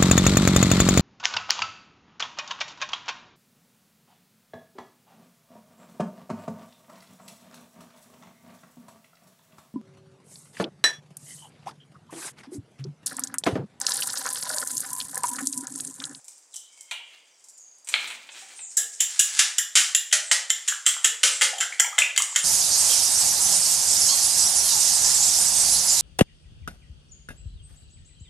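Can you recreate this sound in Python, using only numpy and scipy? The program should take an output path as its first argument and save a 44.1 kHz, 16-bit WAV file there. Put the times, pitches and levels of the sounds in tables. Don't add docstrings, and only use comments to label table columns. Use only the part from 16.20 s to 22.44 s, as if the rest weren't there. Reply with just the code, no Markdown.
import sys
import numpy as np
from scipy import signal
from scipy.fft import rfft, irfft
from scipy.io import wavfile
from scipy.ndimage import uniform_filter1d, minimum_filter1d

SR = 44100
rng = np.random.default_rng(int(sys.argv[2]) if len(sys.argv) > 2 else 0)


def generate_wav(sig):
    pcm = np.round(np.clip(np.atleast_2d(sig).T, -1, 1) * 32767).astype(np.int16)
    wavfile.write(sys.argv[1], SR, pcm)


def convert_level_to_amplitude(level_db):
    exponent = np.asarray(level_db, float) / 20
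    return 10 ** exponent


N = 275184

# (frequency [Hz], level per Hz [dB])
AIR_COLOUR = [(30, -46), (520, -11), (900, -11.5), (1250, -14.5), (4200, -19), (5000, -15.5), (7000, -27),
              (16000, -32)]
# (time [s], level [dB])
CRICKET_LEVEL = [(0, -78), (.5, -76), (.9, -74), (1.0, -69), (1.2, -73), (1.6, -69), (1.8, -74), (2.6, -76)]
# (start [s], length [s], first pitch [Hz], last pitch [Hz], level [dB])
CHIRPS = [
    (0.331, .025, 4360, 3000, -46.5),
    (.38, 0.35, 3134, 3145, -65.5),
    (0.482, 0.224, 2360, 2150, -64),
    (1.082, .07, 6700, 5500, -66),
    (1.265, 0.074, 6150, 5200, -73),
    (1.319, .16, 7600, 6490, -50.5),
]
# (start [s], length [s], level [dB])
WHISTLES = [
    (2.35, 0.12, -38),
    (4.02, 0.097, -36.5),
    (4.812, .09, -36),
    (5.077, 0.097, -31),
    (6.032, 0.12, -35),
    (6.212, .09, -25),
]
# (frequency [Hz], time to fall by 60 dB [s])
ROOM_RING = [(400, 0.94), (1000, 0.5), (2800, 0.41), (7300, 0.35), (11000, 0.25), (15000, 0.31)]
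# (frequency [Hz], side against middle [dB])
ROOM_WIDTH = [(60, -5), (250, -14), (1000, -24), (2000, -15), (4500, -27), (6500, -28), (9500, -8),
              (13000, -21)]
# (peak [s], level [dB], weight on the table [dB], rise by 20 dB [s], fall by 20 dB [s])
SLIDES = [
    (0.0, -57, -28, .1, 1.3),
    (0.38, -58, -13, .28, 2.5),
    (0.76, -54, -3, 0.092, 0),
    (0.95, -62, 6, 0.29, 0),
    (1.45, -63, -40, .9, 5),
    (1.73, -36.5, -4.5, 0.022, 0.2),
    (1.8, -52.5, 15.5, 0.085, 0.19),
    (1.86, -49.5, -10, 0.054, 0.3),
    (2.18, -44, -4, 0.2, 0.3),
    (2.56, -47.5, -14.5, 0.24, 8),
]
# (frequency [Hz], level [dB])
RUSTLE_COLOUR = [(1500, -30), (3000, -21), (5200, 5.5), (7500, 12.5), (9000, 7.5), (11000, -6.5),
                 (16000, -37)]
# (frequency [Hz], level [dB])
DRAG_COLOUR = [(130, -30), (250, -11.5), (800, -8), (2300, 3), (4000, 1.5), (8000, -17)]
# (time [s], level [dB])
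STIR_LEVEL = [(2.78, -51), (2.9, -35.5), (3.05, -39), (3.19, -26), (3.3, -39), (3.7, -61), (4.2, -47),
              (5.3, -44), (6.24, -44.5)]
# (frequency [Hz], level [dB])
STIR_COLOUR = [(300, -41), (600, -20.5), (1500, -5.5), (3000, -2.5), (4300, -2), (7300, 2.5), (10000, -4),
               (16000, -40)]
# (time [s], level [dB], pitch [Hz], time to fall by 60 dB [s])
SOFT_NOTES = [(.715, -41.5, 904, 0.087), (.712, -44, 3176, 0.92), (.712, -38, 2900, 0.65),
              (.712, -50, 2200, 1), (2.22, -43.5, 862, 0.067), (2.572, -44, 493, 0.061),
              (2.59, -48, 787, 0.13), (2.575, -36, 1680, 0.22), (2.575, -29, 3420, 0.099),
              (2.81, -47.5, 804, 0.087), (3.0, -16.5, 1800, 0.025), (3.39, -23.5, 1741, 0.078)]
# (time [s], level [dB], pitch [Hz], length [ms])
PLOPS = [(4.523, -21.5, 1465, 4.6), (4.766, -27, 1240, 3), (5.329, -31.5, 723, 19.3),
         (5.359, -40, 775, 15.5), (5.427, -22, 1460, 7.3), (5.524, -24, 2050, 5.7),
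         (5.546, -49.5, 1896, 3.8), (5.644, -22.5, 2050, 9), (5.645, -31.5, 863, 12),
         (5.676, -36, 787, 8.5), (5.726, -34, 1180, 14), (5.819, -8.5, 2444, 8), (5.967, -19, 4220, 2.2),
         (6.001, -24.5, 1100, 6.6), (6.125, -37.5, 1000, 9.7)]
# (time [s], level [dB], length [ms], pitch of the hollow they tear [Hz])
SKIDS = [(2.993, -28, 33, 2500), (3.19, -5.5, 9.7, 856), (3.553, -14, 49, 1150), (3.925, -12.5, 20.8, 705),
         (4.115, -12.5, 20.7, 671), (4.297, -20, 5.1, 1180), (4.476, -27, 30, 970), (4.668, -27, 43, 880),
         (4.848, -19.5, 20, 544), (5.031, -14.5, 46, 670), (5.216, -13, 27.3, 600), (5.404, -27, 27, 900),
         (5.599, -20, 3.1, 900), (5.789, -23, 27, 806), (5.975, -23, 11, 870), (6.02, -6, 3.9, 6260),
         (6.158, -23, 32, 558)]
# (lowest [Hz], highest [Hz])
PART_RANGE = [(5080, 14800), (468, 1630), (1240, 2187), (2430, 4260)]
# (time [s], snap [dB], knock [dB], chatter [ms])
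SHELL_HITS = [(0.044, -44.5, -74, 8.4), (0.0554, -55, -73, 1.4), (0.0819, -37.5, -61, 3.9),
              (0.18, -49.5, -85, 9), (0.3403, -36.5, -62, 7.7), (0.3593, -30, -75, 6.7),
              (0.5756, -52, -64, 2.9), (0.6084, -38.5, -74, 5), (0.7111, -33.5, -30.5, 11),
              (1.2417, -46, -76, 5), (1.2858, -41.5, -87, 10), (1.378, -45.5, -91, 5.6),
              (1.5834, -53, -92, 4.6), (1.646, -44.5, -79.5, 5.9), (1.6725, -34, -46.5, 14),
              (1.6884, -26.5, -42.5, 6.2), (1.7399, -35, -18.5, 2.4), (1.8724, -35.5, -40, 14),
              (1.9019, -38, -35, 20), (2.0702, -53, -60, 7.9), (2.09, -74, -43.5, 4.3),
              (2.3348, -56, -58, 7.8), (2.3907, -69, -47, 4.5)]
# (pitch [Hz], level [dB], time to fall by 60 dB [s])
SHELL_RINGS = [
    [(6200, 11, 0.0061), (7660, 29, 0.002), (8700, 14, 0.0082), (10700, -72, 0.0022)],
    [(620, -23, .015), (904, 16, 0.012), (1250, -26, .008)],
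    [(2200, 13, 0.036), (2500, 43, 0.032), (1800, -16, .004)],
    [(2790, -12, 0.0038), (3280, -18, 0.004), (4000, 8, 0.00035)],
]
# (time [s], tine ring [dB], bowl wall [dB], bowl rim
# [dB], chatter [ms])
TOUCHES = [(2.57, -37, -41, -35, 89), (6.078, -38, -65, -46, 5.3), (6.187, -23, -44, -32, 7.4),
           (2.796, -43, -54, -38, 13), (3.912, -39, -42, -32, 10), (4.657, -33, -39, -37, 3.3),
           (5.211, -20, -21.5, -22, 3), (5.383, -28.5, -65, -32.5, 3.2), (5.593, -48, -64, -34, 4),
           (5.781, -25, -17, -20, 3.7), (5.962, -25.5, -32, -30, 2.8), (6.152, -33, -36, -44, 3.6)]
# (time [s], tine ring [dB], bowl wall [dB], bowl rim [dB], chatter [ms])
BLOWS = [(2.5695, -10.5, -38.5, -68, 15), (2.804, -11, -33.5, -22, 13.4), (2.993, -7, -34.5, -18.5, 12.4),
         (3.1912, -14, -24, -16, 5.4), (3.383, -13, -32.5, -22, 5), (3.5555, -11.5, -21, -14, 40),
         (3.748, -9.5, -27, -18.5, 4.1), (3.927, -16, -20, -19.5, 2.9), (4.1134, -16.5, -18.5, -19, 1.8),
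         (4.303, -13, -26, -21, 2.6), (4.4811, -14.5, -28.5, -24, 15.4), (4.664, -6.5, -22.5, -15, 2.6),
         (4.8442, -9.5, -22, -16.5, 9.1), (5.034, -13, -20.5, -14.5, 3.6), (5.2179, -26, -19, -17, 5.3),
         (5.4036, -15.5, -23.5, -24, 16), (5.598, -9, -19, -19, 4.6), (5.7874, -11, -22, -16, 2.2),
         (5.9766, -12, -21, -18.5, 2), (6.1602, -13, -22.5, -19.5, 3.2)]
# (pitch [Hz], level [dB], time to fall by 60 dB [s])
BOWL_RINGS = [
    [(5200, -37, 0.014), (6060, -7, 0.017), (6970, 1, 0.018), (7450, 13.5, 0.0063), (8200, -1.5, 0.011),
     (9920, -1, 0.044), (7135, 8, 0.0074), (12600, 0, 0.0018)],
    [(546, 0, 0.05), (627, 9, 0.056), (836, 30, 0.013)],
    [(1530, -26, 0.0059), (1680, 0, 0.014), (2050, 16, 0.0094), (1800, 3, 0.011)],
    [(3044, 1, 0.0063), (2996, -1, 0.0071), (3220, -19, 0.0078), (3225, 7.5, 0.0064)],
]


def evened(x):
    return x / np.sqrt(np.mean(x ** 2) + 1e-20)


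def read(points, hz):
    f, value = np.transpose(points)
    return np.interp(np.log(hz + 1), np.log(f + 1), value)


def curve(rows):
    rows = np.asarray(rows)
    return convert_level_to_amplitude(np.interp(np.arange(N) / SR, rows[:, 0], rows[:, 1], left=-140, right=-140))


def coloured(x, points):
    gain = convert_level_to_amplitude(read(points, np.fft.rfftfreq(len(x), 1 / SR)))
    return evened(irfft(rfft(x) * gain, len(x)))


def passed(x, lo_hz, hi_hz, order=3):
    band = [lo_hz, min(hi_hz, SR / 2.2)]
    return signal.sosfilt(signal.butter(order, band, "band", fs=SR, output="sos"), x)


def add(mix, s, sound):
    part = mix[round(s * SR):][:len(sound)]
    part += sound[:len(part)]


def grit(per_s, spread_db):
    size = convert_level_to_amplitude(spread_db * np.minimum(rng.exponential(1, N), 5)) * rng.choice([-1., 1.], N)
    return size * (rng.random(N) < per_s / SR)


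def open_air():
    level_db = -68.5
    shared, apart = convert_level_to_amplitude(level_db) * np.array([coloured(v, AIR_COLOUR) for v in rng.standard_normal((2, N))])
    return shared + np.array([[1], [-1]]) * signal.lfilter([.12, .12], [1, -.55], apart)


def cricket():
    wing_hz, pulses_per_s = 4770, 35
    t = np.arange(N) / SR
    uneven = 1 + 6.3 * uniform_filter1d(rng.standard_normal(N), 2000)
    beat = np.cumsum(pulses_per_s * uneven) / SR
    pulses = 0.63 + np.cos(2 * np.pi * beat)
    return curve(CRICKET_LEVEL) * evened(pulses * np.sin(2 * np.pi * wing_hz * t))


def whistle(hz, db, ends_db):
    flutter = 1 + .2 * uniform_filter1d(rng.standard_normal(SR // 2), 100)[:len(hz)]
    tone = np.sin(2 * np.pi * np.cumsum(hz * flutter) / SR)
    arch_db = db + ends_db * np.linspace(-1, 1, len(hz)) ** 2
    return convert_level_to_amplitude(arch_db) * tone * signal.windows.tukey(len(hz), .2)


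def birds():
    settle = 2.8
    top_hz, hz_per_s = 9250, -25500
    out = np.zeros(N)
    for s, length, first_hz, last_hz, db in CHIRPS:
        left = np.linspace(1, 0, round(length * SR))
        pitch = last_hz + (first_hz - last_hz) * left ** settle
        add(out, s, whistle(pitch, db, ends_db=-2.5))
    for s, length, db in WHISTLES:
        pitch = top_hz + hz_per_s * np.arange(0, length, 1 / SR)
        add(out, s, whistle(pitch, db, ends_db=-11))
    return out


def yard_echo(x, t60):
    t = np.arange(SR) / SR
    tail = rng.standard_normal(SR) * convert_level_to_amplitude(-60 * t / t60) * np.minimum(t / 0.0023, 1)
    return signal.fftconvolve(x, tail / np.linalg.norm(tail))[:N]


def yard(shells):
    song = birds()
    echo = yard_echo(convert_level_to_amplitude(3.5) * song, t60=0.64)
    porch = yard_echo(convert_level_to_amplitude(-10) * passed(shells, 1820, 3700), t60=0.69)
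    return convert_level_to_amplitude(-4.5) * song + echo + porch + cricket()


def room_tails():
    taps = np.zeros((2, SR))
    at = np.arange(160, SR - 12, 12) + rng.integers(0, 12, (2, (SR - 161) // 12))
    np.put_along_axis(taps, at, rng.choice([-1., 1.], at.shape), 1)
    hz, t, z = signal.stft(taps, SR, nperseg=256)
    z = z * convert_level_to_amplitude(-60 * t / read(ROOM_RING, hz)[:, None])
    z[1] *= convert_level_to_amplitude(read(ROOM_WIDTH, hz) + 1)[:, None]
    tail = signal.istft(z, SR, nperseg=256)[1]
    return tail / np.linalg.norm(tail[0])


def room(x):
    turn = 2 * np.pi * 1.8 * np.arange(N) / SR
    both = np.zeros((2, N))
    for k in range(3):
        share = np.sqrt(2 / 3) * np.cos(turn + k * 2 * np.pi / 3)
        both += signal.fftconvolve((x * share)[None], room_tails(), axes=1)[:, :N]
    mid, side = both
    return np.array([mid + side, mid - side])


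def nearest_wall(x):
    late_ms, level_db = 5.8, -22.5
    return x + convert_level_to_amplitude(level_db) * np.roll(x, round(late_ms * SR / 1000))


def slides():
    s, db, weight_db, rise, fall = np.transpose(SLIDES)[:, :, None]
    late = np.arange(0, N + 64, 64) / SR - s
    power = convert_level_to_amplitude(2 * (db - 20 * np.maximum(late / fall, -late / rise)))
    both = np.sqrt([power.sum(0), (power * convert_level_to_amplitude(2 * weight_db)).sum(0)])
    return np.repeat(both, 64, axis=1)[:, :N]


def friction():
    light, heavy = slides()
    stir = curve(STIR_LEVEL) * coloured(grit(2500, spread_db=3.5), STIR_COLOUR)
    rustle = light * coloured(grit(1500, spread_db=1.), RUSTLE_COLOUR)
    drag = heavy * coloured(grit(3000, spread_db=3.5), DRAG_COLOUR)
    lumpy_db, lump_s = np.array([[2.5], [5], [5]]), .03
    width = round(lump_s * SR)
    lumps = uniform_filter1d(uniform_filter1d(rng.standard_normal((3, N)), width), width)
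    return (convert_level_to_amplitude(lumpy_db * evened(lumps) - 3) * [stir, rustle, drag]).sum(0)


DEEP_HZ = 750


def soft_notes():
    boom_db, boom_late_s, boom_t60_per_ms = -19, .005, .0026
    waver_hz = 110
    booms = [(s + boom_late_s, db + boom_db, hz, ms * boom_t60_per_ms)
             for s, db, ms, hz in SKIDS if hz < DEEP_HZ]
    out, t = np.zeros(N), np.arange(SR * 2 // 3) / SR
    for s, db, hz, t60 in SOFT_NOTES + booms:
        drift = waver_hz * evened(uniform_filter1d(rng.standard_normal(len(t)), size=500))
        note = np.sin(2 * np.pi * np.cumsum(hz + drift * np.sqrt(hz / 1500)) / SR)
        add(out, s, convert_level_to_amplitude(db - 60 * t / t60) * np.minimum(t / 0.0041, 1) * note)
    return out


def plops():
    rise = .4
    out = np.zeros(N)
    for s, db, hz, ms in PLOPS:
        u = np.arange(2000) / SR * 1000 / ms
        swell = 11 * u * np.exp(-4 * u)
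        pitch = hz * (1 + rise * (np.minimum(u, .6) - .25))
        add(out, s, convert_level_to_amplitude(db) * swell * np.sin(2 * np.pi * np.cumsum(pitch) / SR))
    return out


def skids():
    scrape = coloured(grit(6000, spread_db=3.), STIR_COLOUR)
    out, t = np.zeros(N), np.arange(SR // 4) / SR
    for s, db, ms, hollow_hz in SKIDS:
        low_hz = hollow_hz if hollow_hz > DEEP_HZ else 1.5 * hollow_hz
        piece = passed(scrape[round(s * SR):][:len(t)], low_hz, 27000)
        fade = np.exp(-1000 * t / ms) * np.minimum(t / 0.002, 1)
        add(out, s, convert_level_to_amplitude(db) * piece * fade[:len(piece)])
    return out


def strikes(events, parts, detune, uneven_db, per_s):
    longest_ring_s = .018
    t, out = np.arange(3000) / SR, np.zeros(N)
    for s, *levels, chatter_ms in events:
        rebounds = rng.standard_normal(len(t)) * (rng.random(len(t)) < per_s / SR)
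        touch = rebounds * np.exp(-1000 * t / chatter_ms) * np.minimum(t / 0.0016, 1)
        touch[0] = 1
        for db, modes, band in zip(levels, parts, PART_RANGE):
            ring = np.zeros(len(t))
            for hz, mode_db, t60 in modes:
                shift, weight = rng.uniform(-0.89, 1, 2)
                fade_db = mode_db + uneven_db * weight - 60 * t / np.clip(t60, .001, longest_ring_s)
                ring += convert_level_to_amplitude(fade_db) * np.sin(2 * np.pi * hz * (1 + detune * shift) * t)
            sound = passed(signal.fftconvolve(touch, ring), *band)
            add(out, s, convert_level_to_amplitude(db) * sound / np.linalg.norm(sound) * np.sqrt(SR / 200))
    return out


def shell_hits():
    thud_db, thud_growth, click_db = -24.5, 0.63, 1.5
    events = [(s, snap, thud_db + thud_growth * knock, knock, knock + click_db, ms)
              for s, snap, knock, ms in SHELL_HITS]
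    return strikes(events, SHELL_RINGS, detune=.05, uneven_db=4., per_s=2000)


def fork_blows():
    slap_db, slap_growth, firm_db = -46, 2.1, -23.5
    events = [(s, tine, slap_db + slap_growth * (wall - firm_db), wall, rim, ms)
              for s, tine, wall, rim, ms in BLOWS + TOUCHES]
    return strikes(events, BOWL_RINGS, detune=.03, uneven_db=5., per_s=3500)


def scene():
    shells = shell_hits()
    outside = yard(shells)
    small = passed(fork_blows() + shells + skids() + plops(), 486, 20600, order=5)
    near = small + soft_notes() + friction()
    shade = signal.butter(2, 11500, fs=SR, output="sos")
    direct = nearest_wall(signal.sosfilt(shade, near))
    ringing = convert_level_to_amplitude(-3.0) * room(near + convert_level_to_amplitude(-9.0) * outside)
    return direct + outside + ringing + open_air()


def top_cut(x):
    return signal.sosfilt(signal.butter(12, 16810, fs=SR, output="sos"), x)


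def record(dry):
    edge_hz = 15900
    gain = np.minimum(.92 / (abs(dry).max(0) + 1e-9), 1)
    held = dry * uniform_filter1d(minimum_filter1d(gain, 161), 161)
    treble_cut = signal.firwin(511, edge_hz, window=("kaiser", 8), fs=SR)
    limited = signal.oaconvolve(held, treble_cut[None], "same")
    return top_cut(limited)


dry = scene()
out = record(dry)
generate_wav(out)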